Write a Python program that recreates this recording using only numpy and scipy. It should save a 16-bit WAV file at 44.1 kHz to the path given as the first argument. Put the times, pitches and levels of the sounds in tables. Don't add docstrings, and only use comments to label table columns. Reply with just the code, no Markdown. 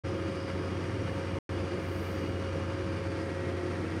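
import sys
import numpy as np
from scipy import signal
from scipy.fft import rfft, irfft
from scipy.io import wavfile
from scipy.ndimage import uniform_filter1d, map_coordinates

SR = 44100
rng = np.random.default_rng(int(sys.argv[2]) if len(sys.argv) > 2 else 0)


def wrap_up_sound(samples):
    columns = np.atleast_2d(samples).T
    tamed = np.clip(columns, -1, 1)
    steps = np.round(tamed * 32767).astype(np.int16)
    wavfile.write(sys.argv[1], SR, steps)


N = 176400

CYCLE_HZ = 22.74
LOAD_START_S, LOAD_RISE_S, LOAD_SAG = 2.95, .261, .003
# time_s, hum_gain_db, drone_gain_db, body_gain_db
SWELLS = [(.1, -1, 8, 1.5), (.4, -3.2, 3, 0), (.65, 0.5, 1, 1), (.9, -0.5, 6, 0.2), (1.2, -0.7, 0.5, 0.5),
          (1.55, 1.8, -1, 0.3), (1.8, -2.5, 1, 0.5), (2.05, 1, 0, -0.5), (2.3, 0.5, 2.5, -0.5),
          (2.55, 0.5, -1, 0), (2.8, 0.5, 4.5, -0.9), (3.0, -0.5, 5, -0.5), (3.2, -2, 2.5, 0.5),
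          (3.4, -2, -10, -1), (3.6, -2.3, -8, 1.2), (3.9, -3, 2.5, -0.5)]


def undb(db):
    return 10 ** (np.asarray(db) / 20)


def level(x, db):
    return x * undb(db) / np.sqrt(np.mean(x ** 2))


def curve(t, points, column=1):
    columns = np.array(points).T
    return np.interp(t, columns[0], columns[column])


def swell(t, peak_s, half_s):
    return np.exp(-((t - peak_s) / half_s) ** 2)


def walk(rate_hz):
    hz = np.arange(N + 1) * SR / (2 * N)
    spectrum = rfft(rng.standard_normal(2 * N)) * np.exp(-(hz / rate_hz) ** 2)
    return level(irfft(spectrum), 0)[:N]


def colour(x, points):
    hz, db = np.array(points, float).T
    bins_hz = np.maximum(np.arange(N // 2 + 1) * SR / N, 1)
    return irfft(rfft(x) * undb(np.interp(np.log(bins_hz), np.log(hz), db)), N)


def ring(hz, width_hz):
    b, a = signal.iirpeak(hz, hz / (1.5 * width_hz), fs=SR)
    return signal.lfilter(b, a, signal.lfilter(b, a, rng.standard_normal(N)))


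def load():
    return np.clip((np.arange(N) / SR - LOAD_START_S) / LOAD_RISE_S, 0, 1)


def loaded(x, free_db, load_db):
    return level(x, 0) * undb(free_db + (load_db - free_db) * load())


def turns(hz, wander):
    return np.cumsum(hz * (1 + wander * walk(2.98))) / SR


def tones(phase, partials, waver_hz):
    mix = np.zeros(N)
    for multiple, free_db, load_db, waver_db in partials:
        tone = np.sin(2 * np.pi * (multiple * phase + rng.random()))
        mix += loaded(tone * undb(waver_db * walk(waver_hz)), free_db, load_db)
    return mix


def engine_hum(t, cycle):
    # cycle_multiple, free_db, load_db, waver_db
    harmonics = [(3, -52.5, -56, 4), (4, -38, -36.5, 0.56), (8, -55.5, -65, 3.5), (16, -55.5, -48.5, 0.5),
                 (18, -53, -48.5, 0.5)]
    return undb(curve(t, SWELLS, column=1)) * tones(cycle, harmonics, waver_hz=10)


def pump_and_gears(cycle):
    # cycle_multiple, free_db, load_db
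    whines = [(42, -64, -65), (54, -68, -61), (58, -73, -60), (66, -64, -67), (70, -65, -67),
              (72, -72, -64), (84, -68, -56.5), (98, -68, -64), (126, -60.5, -72), (127, -65.5, -74),
              (204, -80, -73), (368, -86, -79), (567, -104, -93)]
    flutter_db = 2
    return tones(cycle, [(*row, flutter_db) for row in whines], waver_hz=22)


def clatter(cycle):
    # frequency_hz, gain_db
    spectrum = [(300, -17), (500, 0.5), (800, -2.5), (1250, -1), (1800, -3), (2300, -4.5), (2700, -9.5),
                (3250, -13), (3700, -16), (4200, -16.5), (4700, -17.5), (5600, -18.5), (6600, -23),
                (7850, -29.5), (8300, -25.5), (10400, -30.5), (11400, -36.5)]
    # frequency_hz, gain_db
    top = [(12300, -50), (13500, -55), (15500, -59)]
    size = 1941

    def recur(pattern, fresh, share):
        looped = map_coordinates(pattern, [(cycle % 1) * size], order=3, mode="grid-wrap")
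        return np.sqrt(share) * level(looped, 0) + np.sqrt(1 - share) * fresh

    noise = recur(rng.standard_normal(size), rng.standard_normal(N), share=.25)
    burst_pattern = uniform_filter1d(rng.standard_normal(size), size=60, mode="wrap")
    bursts_db = 1.2 * recur(burst_pattern, walk(300), share=.45)
    flutter_db = .74 * walk(30)
    rattle = window_frame(noise * undb(bursts_db + flutter_db))
    return level(colour(rattle, spectrum + top), db=-44.5)


def window_frame(x, count=9, span_s=.014, echo_db=-10.5):
    lags = (rng.uniform(.0981, 1, size=count) * span_s * SR).astype(int)
    echoes = sum((-1) ** k * np.roll(x, lag) for k, lag in enumerate(lags))
    return x + undb(echo_db) * echoes / np.sqrt(count)


def growl(t, speed):
    # time_s, gain_db
    surges = [(.2, 3), (.5, -5), (.75, 1), (1.1, -5), (1.7, 3), (2.0, -4), (2.3, 4), (2.6, -5), (3.25, -3),
              (3.55, 5), (3.9, -2)]
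    pitch_hz, free_db, load_db, waver_db = 359, -48, -46.5, 2
    phase = turns(pitch_hz * speed, wander=.004)
    return undb(curve(t, surges)) * tones(phase, [(1, free_db, load_db, waver_db)], waver_hz=6.7)


def second_shaft(t):
    # time_s, turns_per_s
    speed = [(.06, 108.9), (.5, 108.75), (.8, 108.3), (1.05, 108.75), (3.15, 108.75), (3.75, 108.25)]
    # shaft_multiple, free_db, load_db, waver_db
    drone_tones = [(1, -49.5, -47, 2.5), (3, -51.5, -45.3, 3)]
    # shaft_multiple, free_db, load_db, waver_db
    whine_tones = [(5, -44.7, -44.6, .8), (10, -61.5, -64, 2.2)]
    # time_s, gain_db
    whine_swell = [(.1, 1.5), (.7, 0), (1.15, -2), (1.6, .5), (2.2, -.8), (2.7, 1.7), (3.2, 2.3),
                   (3.55, .5), (3.8, .5), (3.86, -11)]
    spin = turns(curve(t, speed), wander=.0007)
    drone = undb(curve(t, SWELLS, column=2)) * tones(spin, drone_tones, waver_hz=13)
    whine = undb(curve(t, whine_swell)) * tones(spin, whine_tones, waver_hz=7.4)
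    return drone + whine


def steel_body(t, knocks_per_s=600, spread_db=2.2, smear_s=.01184):
    # frequency_hz, gain_db
    spectrum = [(20, -29), (45, -18), (64, -10.5), (80, -3.5), (110, 2), (170, 1.5), (230, -1.5), (305, 4),
                (400, -2.5), (520, -1.5), (620, -14.5), (900, -19), (2000, -58)]
    # pitch_hz, width_hz, free_db, load_db
    resonances = [(158, 21, -53.5, -50.5), (195.5, 11.6, -50.5, -53.5), (320.5, 33, -50, -48.5),
                  (367.7, 25, -49.5, -52), (693.4, 20, -64.5, -56.5), (1235, 79, -56.5, -72),
                  (3210, 100, -67, -68.5), (4660, 210, -66, -70), (5010, 100, -71.5, -69.5),
                  (5600, 190, -70.5, -71), (8370, 88, -78.5, -75), (9040, 110, -78, -79),
                  (9500, 79, -83, -84)]
    knocks = (rng.random(N) < knocks_per_s / SR) * np.sign(rng.standard_normal(N))
    knocks *= undb(spread_db * rng.standard_normal(N))
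    smear = rng.standard_normal(N) * np.exp(-t / smear_s)
    shake = irfft(rfft(knocks) * np.exp(1j * np.angle(rfft(smear))), N)
    body = level(colour(shake, spectrum), db=-38.5)
    for hz, width_hz, free_db, load_db in resonances:
        waver_db = 2.5 if hz > 3000 else 0
        body += loaded(ring(hz, width_hz) * undb(waver_db * walk(5)), free_db, load_db)
    return undb(curve(t, SWELLS, column=3)) * body


def steel_ringing(t):
    # peak_s, half_length_s, pitch_hz, width_hz, level_db
    rings = [(.08, .05, 5050, 160, -63), (.08, .08, 5660, 130, -67), (.3, .3, 4620, 150, -68),
             (.43, .12, 4990, 140, -61.5), (.63, .1, 5000, 120, -64), (2.15, .17, 4740, 130, -63.5),
             (3.05, .27, 4620, 130, -65), (3.2, .07, 5030, 140, -65.5)]
    return sum(swell(t, peak_s, half_s) * level(ring(hz, width_hz), db)
               for peak_s, half_s, hz, width_hz, db in rings)


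def hiss(t):
    # frequency_hz, gain_db
    spectrum = [(7000, -20), (10500, -3), (12800, 0), (14500, -2), (16000, -5)]
    # peak_s, half_length_s, level_db
    puffs = [(1.13, .08, -77.5), (1.92, .11, -68.5), (2.04, .15, -64.5), (2.24, .14, -74)]
    return sum(swell(t, peak_s, half_s) * level(colour(rng.standard_normal(N), spectrum), db)
               for peak_s, half_s, db in puffs)


def squeaks(t, rasp_hz=130):
    # peak_s, half_length_s, top_pitch_hz, droop_hz, level_db
    arches = [(1.36, .03, 13400, 250, -83), (1.525, .06, 14750, 1600, -79), (2.13, .08, 14150, 450, -76)]
    mix = np.zeros(N)
    for peak_s, half_s, top_hz, droop_hz, db in arches:
        droop = np.minimum(((t - peak_s) / half_s) ** 2, 10)
        hz = top_hz - droop_hz * droop + rasp_hz * walk(310)
        mix += undb(db) * swell(t, peak_s, half_s) * np.sin(2 * np.pi * np.cumsum(hz) / SR)
    return mix


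def scene():
    t = np.arange(N) / SR
    speed = 1 - LOAD_SAG * load()
    cycle = turns(CYCLE_HZ * speed, wander=.0007)
    engine = engine_hum(t, cycle) + pump_and_gears(cycle) + clatter(cycle)
    machine = engine + growl(t, speed) + second_shaft(t) + steel_body(t)
    return (machine + steel_ringing(t) + hiss(t) + squeaks(t))[None]


def record(dry):
    t = np.arange(N) / SR
    fade_start_s, fade_end_s = .036, .052
    gap_start_s, gap_end_s = 1.3875, 1.492
    top_hz = 15700
    fade_in = np.interp(t, (fade_start_s, fade_end_s), (0, 1))
    gate = uniform_filter1d(1. * ((t < gap_start_s) | (t > gap_end_s)), size=24)
    lowpass = signal.ellip(10, .1, 80, top_hz, fs=SR, output="sos")
    return signal.sosfilt(lowpass, dry * fade_in * gate)


dry = scene()
out = record(dry)
wrap_up_sound(out)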